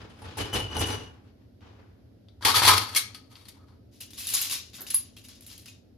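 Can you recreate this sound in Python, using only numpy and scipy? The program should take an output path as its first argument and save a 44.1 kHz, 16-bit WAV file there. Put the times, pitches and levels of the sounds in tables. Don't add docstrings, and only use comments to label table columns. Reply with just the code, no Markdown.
import sys
import numpy as np
from scipy import signal
from scipy.fft import rfft, irfft, next_fast_len
from scipy.io import wavfile

SR = 44100
rng = np.random.default_rng(int(sys.argv[2]) if len(sys.argv) > 2 else 0)


def gain_from_decibels(decibels):
    exponent = np.asarray(decibels, float) / 20
    return 10 ** exponent


def waveform_to_disk(signal):
    frames = np.transpose(np.atleast_2d(signal))
    scaled = np.clip(frames, -1, 1) * 32767
    samples = np.round(scaled).astype(np.int16)
    wavfile.write(sys.argv[1], SR, samples)


N = 263277

BAND_EDGES_HZ = (400, 2000, 7000)
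# (level above the top [dB], share of swell time [ratio], share of die-away [ratio], share of brightness [ratio])
RACK_BANDS = [(5.5, 1, 1.7, -.6), (2, 0.89, 1.63, -0.49), (0, 1.09, 1.31, -0.13), (-13, 0.51, 1.1, 1.3)]
# (frequency [Hz], relative level per hertz [dB])
RACK_COLOUR = [(24, -47), (40, -19.5), (86, 10), (135, -11), (412, -10), (597, -18), (845, -15.5),
               (1060, -17.5), (2060, -22.5), (2990, -16.5), (3650, -20), (8690, -34), (9840, -27.5),
               (13600, -38.5), (15000, -63.5)]
# (frequency [Hz], left minus right [dB])
RACK_SIDE = [(60, 1), (180, -2.5), (550, 1.5), (1650, 0.5), (4970, 7.5), (15000, -5.5)]
# (frequency [Hz], left minus right [dB])
HANDS_SIDE = [(60, -19), (180, 17.5), (550, -2), (1650, -0.5), (4970, 6), (15000, -4)]


def rms_one(x):
    return x / np.sqrt(np.mean(x ** 2) + 1e-20)


def at_hz(points, hz):
    table_hz, values = np.transpose(points)
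    return np.interp(np.log(hz + 1), np.log(table_hz), values)


def colour(x, points, side):
    hz = np.fft.rfftfreq(4096, 1 / SR)
    db = at_hz(points, hz) + np.outer([.5, -.5], at_hz(side, hz))
    log_echoes = irfft(db * np.log(10) / 20)
    fold = np.r_[1, np.full(2047, 2), 1, np.zeros(2047)]
    kernel = irfft(np.exp(rfft(log_echoes * fold)))
    return signal.oaconvolve(np.broadcast_to(x, (2, N)), kernel, axes=1)[:, :N]


def bands(x):
    low, middle, high = BAND_EDGES_HZ
    cuts = [(low, "low"), ([low, middle], "band"), ([middle, high], "band"), (high, "high")]
    return [signal.sosfilt(signal.butter(3, hz, kind, fs=SR, output="sos"), x) for hz, kind in cuts]


def band_of(hz):
    return np.searchsorted(BAND_EDGES_HZ, hz)


def fading(x, time_s):
    return signal.lfilter([1], [1, -np.exp(-1 / (time_s * SR))], x)


def ring(clicks, hz, t60):
    shrink = gain_from_decibels(-60 / (t60 * SR))
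    turn = 2 * np.pi * hz / SR
    return signal.lfilter([0, np.sin(turn)], [1, -2 * shrink * np.cos(turn), shrink ** 2], clicks + 1e-18)


def bursts(start_s, swell_s, db, t60):
    power = np.zeros(N)
    for start, swell, top_db, die in np.broadcast(start_s, swell_s, db, t60):
        i = int(start * SR)
        t = np.arange(min(N - i, int((swell + 1.5 * die) * SR))) / SR
        ramp = np.minimum(t / swell, 1)
        decay = gain_from_decibels(top_db - 60 * np.maximum(t - swell, 0) / die)
        power[i:i + len(t)] += (ramp * decay) ** 2
    return np.sqrt(power)


def clatter(rows, follow, spectrum, side, modes, per_s, uneven_db, smear_s, ring_db, damped, apart):
    start_s, swell_s, top_db, t60, bright_db = np.transpose(rows)
    gains = [bursts(start_s, swell_s * late, top_db + db + share * bright_db, t60 * linger)
             for db, late, linger, share in follow]
    heights = gain_from_decibels(uneven_db * np.minimum(rng.exponential(1, N), 4))
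    touches = (rng.random(N) < per_s / SR) * heights
    scrapes = fading(touches, smear_s)
    unshared = signal.sosfilt(signal.butter(2, 7000, fs=SR, output="sos"), rng.standard_normal(N))
    noise = rng.standard_normal(N) + apart * unshared * [[1], [-1]]
    parts = bands(colour(scrapes * noise, spectrum, side))
    out = sum(gain * rms_one(part) for gain, part in zip(gains, parts))
    dealt = rng.integers(0, max(len(modes), 1), N)
    for k, (hz, db, mode_t60) in enumerate(modes):
        tip = gain_from_decibels(at_hz(side, hz) * np.array([[.5], [-.5]]))
        strikes = touches * (dealt == k) * gains[band_of(hz)]
        out += tip * gain_from_decibels(db + ring_db) * ring(strikes, hz, mode_t60 * damped)
    return out


def blows(rows, spectrum, side, modes, crack_s, crack_db, tick_db, knock_db, spread_db, focus_db,
          free_db, firm_edge_db, hardening):
    start_s, peak_db, body_db, ring_db, pitch_hz = np.transpose(rows)
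    edge_db = firm_edge_db + hardening * (peak_db + 30)
    at = np.round(start_s * SR).astype(int)
    noise = rng.standard_normal(N)
    noise[at] = gain_from_decibels(tick_db)
    rumble, body, middle, edge = bands(colour(noise, spectrum, side))
    out = np.zeros((2, N))
    for band, db in zip((rumble + body, middle, edge), (body_db, 0, edge_db)):
        clicks = np.zeros(N)
        clicks[at] = gain_from_decibels(peak_db + db + crack_db)
        out += rms_one(band) * fading(clicks + 1e-18, crack_s)
    knocks = np.zeros(N)
    knocks[at] = gain_from_decibels(peak_db + body_db + knock_db)
    out += signal.sosfilt(signal.butter(2, [120, 1800], "band", fs=SR, output="sos"), knocks + 1e-18)
    mode_hz, mode_db, mode_t60 = np.transpose(modes)
    chance = rng.standard_normal((len(at), len(modes)))
    t = np.arange(int(.3 * SR))[:, None] / SR
    for i, level_db, loose_db, pitch, luck in zip(at, peak_db, ring_db, pitch_hz, chance):
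        octaves_off = np.log2(mode_hz / pitch)
        octaves_off -= octaves_off[np.argmin(np.abs(octaves_off))]
        hz = np.minimum(pitch * 2 ** octaves_off, SR / 2)
        own_db = (mode_db + spread_db * luck) * (octaves_off != 0)
        db = level_db + loose_db + own_db - focus_db * np.sqrt(np.abs(octaves_off))
        t60 = mode_t60 * np.minimum(gain_from_decibels(loose_db - free_db), 1)
        rings = np.sin(2 * np.pi * hz * t) * gain_from_decibels(db - 60 * t / t60)
        tip = gain_from_decibels(np.outer(at_hz(side, hz), [.5, -.5]))
        out[:, i:i + len(t)] += (rings @ tip).T[:, :N - i]
    return out


def rolling_rack():
    # (start [s], swell [s], top level [dB], die-away t60 [s], brightness [dB])
    jolts = [(0.0, 0.001, -49.5, 0.26, -4), (.09, 0.014, -57.5, 0.95, -0.5), (.16, 0.11, -49.5, 1, -1),
             (.37, 0.024, -30, 0.27, 5), (.525, 0.029, -28.5, 0.25, 6), (.69, 0.045, -42.5, 0.55, -2),
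             (.735, 0.044, -35, 0.45, -1.5), (.78, 0.042, -27, 0.11, 10), (.85, 0.046, -34, 0.34, 6.5)]
    # (time [s], peak level [dB], body above peak
    # [dB], # ringing above peak [dB])
    bumps = [(.2194, -47, -3, 4), (.3714, -27.5, -9.5, -9), (.4668, -40, -26.5, -26),
             (.5308, -22, 9, -26.5), (.5994, -27, -7, -6), (.7509, -35, -16, -12),
             (.7674, -21.5, -5.5, -4.5), (.8294, -23.5, 5, -18.5), (.8994, -27, 2, -9.5),
             (1.6077, -41, -8, -37)]
    # (pitch [Hz], relative level [dB], longest t60 [s])
    glasses = [(100.6, -2, 0.44), (305, -6, 0.075), (477.4, -3, 0.062), (854, -9, 0.15), (4260, -16, .1),
               (5100, -7, 0.033), (6930, -20, .07), (9560, -5, 0.16), (9670, -13, 0.11),
               (10200, -11.5, .12), (10880, -15.5, 0.052), (12350, -12, .08)]
    rattle = clatter(jolts, RACK_BANDS, RACK_COLOUR, RACK_SIDE, glasses, per_s=1500, uneven_db=5,
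                     smear_s=0.0076, ring_db=-10, damped=0.58, apart=0.94)
    pitched_bumps = [(*row, 842) for row in bumps]
    knocks = blows(pitched_bumps, RACK_COLOUR, RACK_SIDE, glasses, crack_s=.01, crack_db=-20, tick_db=0,
                   knock_db=12, spread_db=3, focus_db=2, free_db=-11, firm_edge_db=-15.5, hardening=.3)
    return rattle + knocks


def wheel_squeal():
    # (start [s], swell [s], lower tone level [dB], upper tone level [dB], lower tone's die-away t60 [s])
    squeaks = [(.38, 0.043, -37.5, -49.5, 0.26), (0.516, 0.028, -31, -46.5, 0.49),
               (.62, .026, -49, -72, 0.46), (.69, 0.15, -34.5, -44.5, 0.45), (.91, 0.014, -43, -39, 0.31),
               (.98, .03, -51.5, -58.5, 0.68)]
    start_s, swell_s, low_db, high_db, t60 = np.transpose(squeaks)
    rough_db, waver_hz = 4, 24
    stops_s, stopping_s = 1.105, .025
    t = np.arange(N) / SR
    pitch_hz = np.array([3020 - 115 * t, np.full(N, 6030)])
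    gains = np.array([bursts(start_s, swell_s, low_db, t60), bursts(start_s, swell_s, high_db, t60 * .45)])
    flutter = signal.sosfilt(signal.butter(2, 70, fs=SR, output="sos"), rng.standard_normal((2, 2, N)))
    waver, rough = flutter / flutter.std()
    phase = 2 * np.pi * np.cumsum(pitch_hz + waver_hz * waver, axis=1) / SR
    tones = np.sum(gains * gain_from_decibels(rough_db * rough) * np.sin(phase), axis=0)
    tones *= np.clip((stops_s - t) / stopping_s, 0, 1)
    return np.sqrt(2) * tones * gain_from_decibels([[2], [-2]])


def raking_on_worktop():
    # (start [s], swell [s], top level [dB], die-away t60 [s], brightness [dB])
    rakes = [(2.408, 0.035, -40, .3, -2.5), (2.448, 0.0041, -18.5, 0.68, 0.5),
             (2.538, 0.023, -18, 0.47, 2.5), (2.616, 0.012, -22.5, 1, 1), (2.635, 0.064, -13, 0.41, 1.5),
             (2.76, 0.028, -20.5, 0.098, 2.5), (2.92, 0.017, -42.5, .1, -2.5),
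             (2.947, 0.0032, -31, 0.18, 12.5), (2.956, 0.015, -16, 0.16, 12.5),
             (3.144, 0.0017, -45.5, 0.1674, 8.5), (3.29, 0.042, -58, 0.5, 1), (3.352, 0.022, -55, 0.64, 1),
             (3.45, 0.0071, -55, 0.43, 5), (3.482, 0.0044, -46.5, 0.098, 20), (3.53, 0.039, -64, .45, -5),
             (3.66, 0.059, -65, 0.32, -4.5)]
    # (time [s], peak level [dB], body above peak [dB], ringing above peak [dB],
    # pitch that rings most [Hz])
    hits = [(2.2856, -46.5, -22, -7.5, 3600), (2.4102, -40.5, -8, -5.5, 970), (2.4258, -22, -9, -21, 1640),
            (2.4538, -6.5, -11, -11, 3535), (2.5441, -9.5, -2, -14.5, 1270),
            (2.6196, -14, 10.5, -13.5, 990), (2.6773, -5.5, -13.5, -8.5, 1026),
            (2.9499, -10.5, -27, -38, 4440), (2.9611, -10.5, -39, -11, 2180),
            (3.1477, -22, -31, -18.5, 4444), (3.3156, -41.5, -7.5, -20.5, 3740),
            (3.3554, -30, -24, -20.5, 3740), (3.4194, -50, -11.5, -8, 3780), (3.455, -39, -7, -11, 4200),
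            (3.485, -30.5, -19.5, -19, 3690), (3.6849, -46, -1.5, -16, 964)]
    # (pitch [Hz], relative level [dB], longest t60 [s])
    worktop = [(830, 0.5, 0.037), (870, -17.5, 0.15), (1135, -4.5, 0.28), (1230, -17.5, 0.12),
               (1260, 4, 0.13), (1279, -3.5, 0.2), (2180, -9, 0.13), (2724, -19.5, 0.05),
               (3360, -0.5, 0.033), (3280, -7.5, 0.065), (3510, -3.5, 0.043), (3840, -6, 0.18),
               (4550, -0.5, .07), (4270, -3, 0.05), (4380, -7, 0.073), (5300, -14, .08),
               (5510, -11.5, 0.15), (9230, -13, 0.092), (8910, -1.5, .1), (10500, -0.5, 0.059),
               (11300, -25.5, .1)]
    # (level above the top [dB],
    # share of swell time [ratio], share of die-away [ratio], share of brightness [ratio])
    follow = [(-10, 0.92, 1.3, -2.4), (-2.5, 0.87, 0.88, -1.6), (1, 0.69, 0.78, -0.015),
              (-4, 0.68, 0.74, 0.53)]
    # (frequency [Hz], relative level per hertz [dB])
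    spectrum = [(30, -42.5), (72, -14), (104, 4), (146, -24), (390, -12.5), (650, -8.5), (900, 7.5),
                (1280, -1.5), (1550, -5), (2700, -11), (3350, -7), (3850, -11), (4450, -4.5), (5100, -11),
                (7700, -21.5), (11500, -14), (14300, -25), (15300, -55.5)]
    # (frequency [Hz], left minus right [dB])
    side = [(60, -6), (180, 4.5), (550, 5.5), (1650, -1), (4970, 9.5), (15000, -4.5)]
    scraping = clatter(rakes, follow, spectrum, side, worktop, per_s=1000, uneven_db=2.5,
                       smear_s=0.0077, ring_db=-5.5, damped=0.53, apart=0.8)
    struck = blows(hits, spectrum, side, worktop, crack_s=0.018, crack_db=-19.5, tick_db=17, knock_db=4.5,
                   spread_db=1, focus_db=21, free_db=-11, firm_edge_db=-16, hardening=0.19)
    return scraping + struck


def sorting_in_hands():
    # (start [s], swell [s], top level [dB], die-away t60 [s], brightness [dB])
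    shuffles = [(3.91, 0.027, -59.5, 1.13, -4.5), (4.003, 0.0049, -43, 0.24, 3),
                (4.103, .004, -56, 0.28, 3.5), (4.131, 0.005, -49, .3, 0.5), (4.17, 0.021, -40, 1.1, 2),
                (4.26, 0.019, -36.5, 0.95, 3.5), (4.334, 0.0054, -29.5, 0.5, 3.5),
                (4.395, 0.02, -34, 0.6, 2), (4.495, .004, -33, .3, 1.5), (4.506, .008, -32, 0.33, 3),
                (4.73, .024, -39.5, .3, -4), (4.812, .005, -49.5, 0.17, 3),
                (4.864, 0.0034, -44, 0.74, -1.5), (4.9, 0.0047, -34.5, 0.14, 4.5),
                (4.93, 0.01, -46, .4, 5.5), (5.163, .005, -52.5, 0.43, -2), (5.238, .006, -52.5, .3, -0.5),
                (5.282, 0.0051, -45, 0.53, -8), (5.34, 0.016, -64, .3, 0),
                (5.406, 0.0034, -56.5, 0.56, 1.5), (5.462, 0.0037, -56, .3, 6.5),
                (5.48, 0.027, -44.5, 0.5, -5.5), (5.576, 0.0064, -59, 0.59, 3.5),
                (5.657, 0.0013, -40.5, 0.12, -9.5), (5.665, 0.0202, -47, 0.29, -3.5)]
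    # (time [s], peak level [dB], ringing above peak [dB], pitch that rings most [Hz])
    clinks = [(4.0106, -29.5, -6, 10240), (4.1053, -37, -13, 5250), (4.1334, -31.5, -11, 3540),
              (4.1734, -43, -6.5, 4290), (4.1819, -38.5, -4, 5140), (4.2704, -25.5, -8.5, 11160),
              (4.2837, -27.5, -18.5, 3930), (4.3009, -19.5, -9.5, 10500), (4.3385, -12, -8.5, 10900),
              (4.3514, -22, -2.5, 4940), (4.4144, -25.5, -1.5, 12750), (4.4974, -25.5, -12, 6660),
              (4.5116, -18, -11, 10840), (4.5342, -22.5, -9, 10690), (4.555, -34, 0, 5270),
              (4.7338, -37, -7.5, 4016), (4.7426, -34, -7.5, 3750), (4.807, -34.5, -3.5, 11900),
              (4.817, -31, -3, 13400), (4.8668, -31.5, -7.5, 2950), (4.9043, -24, -8, 10740),
              (4.9446, -22.5, 2.5, 11000), (4.952, -37, 0, 4910), (5.1682, -38, -6, 3230),
              (5.175, -52.5, 3.5, 2740), (5.24, -46.5, -10, 10560), (5.2855, -37, -8.5, 10800),
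              (5.4087, -39, -11, 11300), (5.465, -34, -11.5, 11670), (5.5144, -36.5, -4.5, 4460),
              (5.5788, -34, -9.5, 10200), (5.659, -37, -7.5, 10100), (5.6834, -47.5, 4, 2536)]
    # (pitch [Hz], relative level [dB], longest t60 [s])
    cutlery = [(1113, 6, 0.062), (2020, -21, 0.064), (2640, -2, 0.07), (2810, -10.5, 0.073),
               (2880, 1.5, 0.077), (3220, -5, 0.11), (3348, -4, 0.13), (3737, 0.5, 0.14),
               (4100, 0.5, 0.057), (4710, -18, 0.074), (5020, -4.5, 0.17), (5400, -20.5, 0.097),
               (6000, -32.5, 0.023), (6730, 3, 0.075), (7240, 0.5, 0.052), (8400, -21.5, 0.05),
               (8720, -7, 0.089), (9840, -1.5, 0.13), (10700, -6, 0.049), (10944, 6.5, 0.14),
               (11000, -9.5, 0.122), (12300, -4, 0.14), (12300, -9, 0.112), (13700, -3, 0.11),
               (13400, -14, 0.075), (14820, -13, 0.13)]
    # (level above the top [dB],
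    # share of swell time [ratio], share of die-away [ratio], share of brightness [ratio])
    follow = [(-29.5, 0.98, 0.81, 0), (-16, 0.68, 0.91, 0.41), (0, 0.83, 0.86, 0.64), (-1, 0.96, 0.62, 1.5)]
    # (frequency [Hz], relative level per hertz [dB])
    spectrum = [(24, -68), (40, -27), (91, -16), (115, -15), (130, -35.5), (180, -7), (209, -32),
                (256, -37.5), (896, -17.5), (2150, -12), (5050, -5), (8130, -10.5), (10400, -2.5),
                (13400, -7.5), (16000, -35)]
    shuffling = clatter(shuffles, follow, spectrum, HANDS_SIDE, cutlery, per_s=1200, uneven_db=3,
                        smear_s=0.008, ring_db=-6, damped=.35, apart=.6)
    thin_clinks = np.insert(clinks, 2, -39, axis=1)
    clinking = blows(thin_clinks, spectrum, HANDS_SIDE, cutlery, crack_s=.005, crack_db=-15, tick_db=14,
                     knock_db=15.5, spread_db=3.5, focus_db=24, free_db=3.5, firm_edge_db=-4, hardening=.05)
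    return shuffling + clinking


def handles_in_grip():
    # (start [s], swell [s], top level [dB], die-away t60 [s], brightness, unused here [dB])
    grips = [(4.3, .04, -52.5, 0.28, 2), (4.495, .006, -50, .25, 0), (4.782, 0.014, -42.5, .3, 0),
             (4.94, .003, -40, 0.051, 0)]
    # (level above the top [dB],
    # share of swell time [ratio], share of die-away [ratio], share of brightness [ratio])
    follow = [(-5, 1.26, 0.7, 0), (-2.5, 0.9, 0.74, 0), (-14.5, 0.93, 0.58, 0), (-40, 1, 1, 0)]
    # (frequency [Hz], relative level per hertz [dB])
    spectrum = [(60, -35), (200, -5), (700, -3), (1900, -6), (2400, -17.5), (8000, -40)]
    return clatter(grips, follow, spectrum, HANDS_SIDE, [], per_s=2500, uneven_db=3,
                   smear_s=.006, ring_db=0, damped=1, apart=1)


def shuffling_feet():
    # (start [s], swell [s], top level [dB], die-away t60 [s], brightness [dB])
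    feet = [(1.22, .06, -67, .15, 1.5), (1.36, .05, -73, .2, -8), (1.604, .03, -60, .7, -10),
            (1.77, .025, -70, .2, -25)]
    return clatter(feet, RACK_BANDS, RACK_COLOUR, RACK_SIDE, [], per_s=2500, uneven_db=3,
                   smear_s=.008, ring_db=0, damped=1, apart=1)


def kitchen(x):
    # (frequency [Hz], t60 [s])
    room = [(100, 0.44), (1000, 0.32), (5000, 0.31), (14000, 0.17)]
    t = np.arange(int(.7 * SR)) / SR
    parts = bands(rng.standard_normal((2, len(t))))
    tail = sum(part * gain_from_decibels(-60 * t / t60) for part, (hz, t60) in zip(parts, room))
    tail *= 1 - np.exp(-t / 0.0058)
    tail /= np.sqrt(np.sum(tail ** 2) / 2)
    return signal.fftconvolve(x, tail, axes=1)[:, :N]


def hum():
    # (frequency [Hz], relative level per hertz [dB])
    spectrum = [(15, -52.5), (25, -22), (80, 4.5), (108, 6), (145, -11), (270, -3), (335, -11.5),
                (641, -19.5), (1130, -40), (1330, -34.5), (2350, -39.5), (5000, -38.5), (8140, -55),
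                (12500, -44), (16000, -77)]
    # (frequency [Hz], left-right likeness [ratio])
    likeness = [(60, -3.7), (180, 0.39), (550, -0.17), (1650, -0.33), (4970, -0.33), (15000, 0.95)]
    hz = np.fft.rfftfreq(N, 1 / SR)
    alike = np.clip(at_hz(likeness, hz), 0, 1)
    mid, side = rfft(rng.standard_normal((2, N))) * gain_from_decibels(at_hz(spectrum, hz))
    pair = np.sqrt(1 + alike) * mid + np.sqrt(1 - alike) * side * [[1], [-1]]
    return gain_from_decibels(-50) * rms_one(irfft(pair, N))


def scene():
    rack = rolling_rack() + wheel_squeal() + shuffling_feet()
    worktop = raking_on_worktop()
    hands = sorting_in_hands() + handles_in_grip()
    echoes = kitchen(gain_from_decibels(-7.5) * rack + gain_from_decibels(-8.5) * worktop + gain_from_decibels(-5.5) * hands)
    return rack + worktop + hands + echoes + hum()


def top_cut(x):
    return signal.sosfilt(signal.butter(12, 16950, fs=SR, output="sos"), x)


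def record(dry):
    left_lag_s, side_cut_hz, bass_cut_hz = 1.3e-5, 220, 42
    size = next_fast_len(N + 4096)
    hz = np.fft.rfftfreq(size, 1 / SR)
    left, right = rfft(dry, size)
    left = left * np.exp(-2j * np.pi * hz * left_lag_s)
    mid = (left + right) / 2
    side = (left - right) / 2 * (1j * hz / (side_cut_hz + 1j * hz)) ** 2
    pair = irfft([mid + side, mid - side], size)[:, :N]
    pair = signal.sosfilt(signal.butter(2, bass_cut_hz, "high", fs=SR, output="sos"), pair)
    mix = 0.82 * np.tanh(pair / 0.99)
    return top_cut(mix)


dry = scene()
out = record(dry)
waveform_to_disk(out)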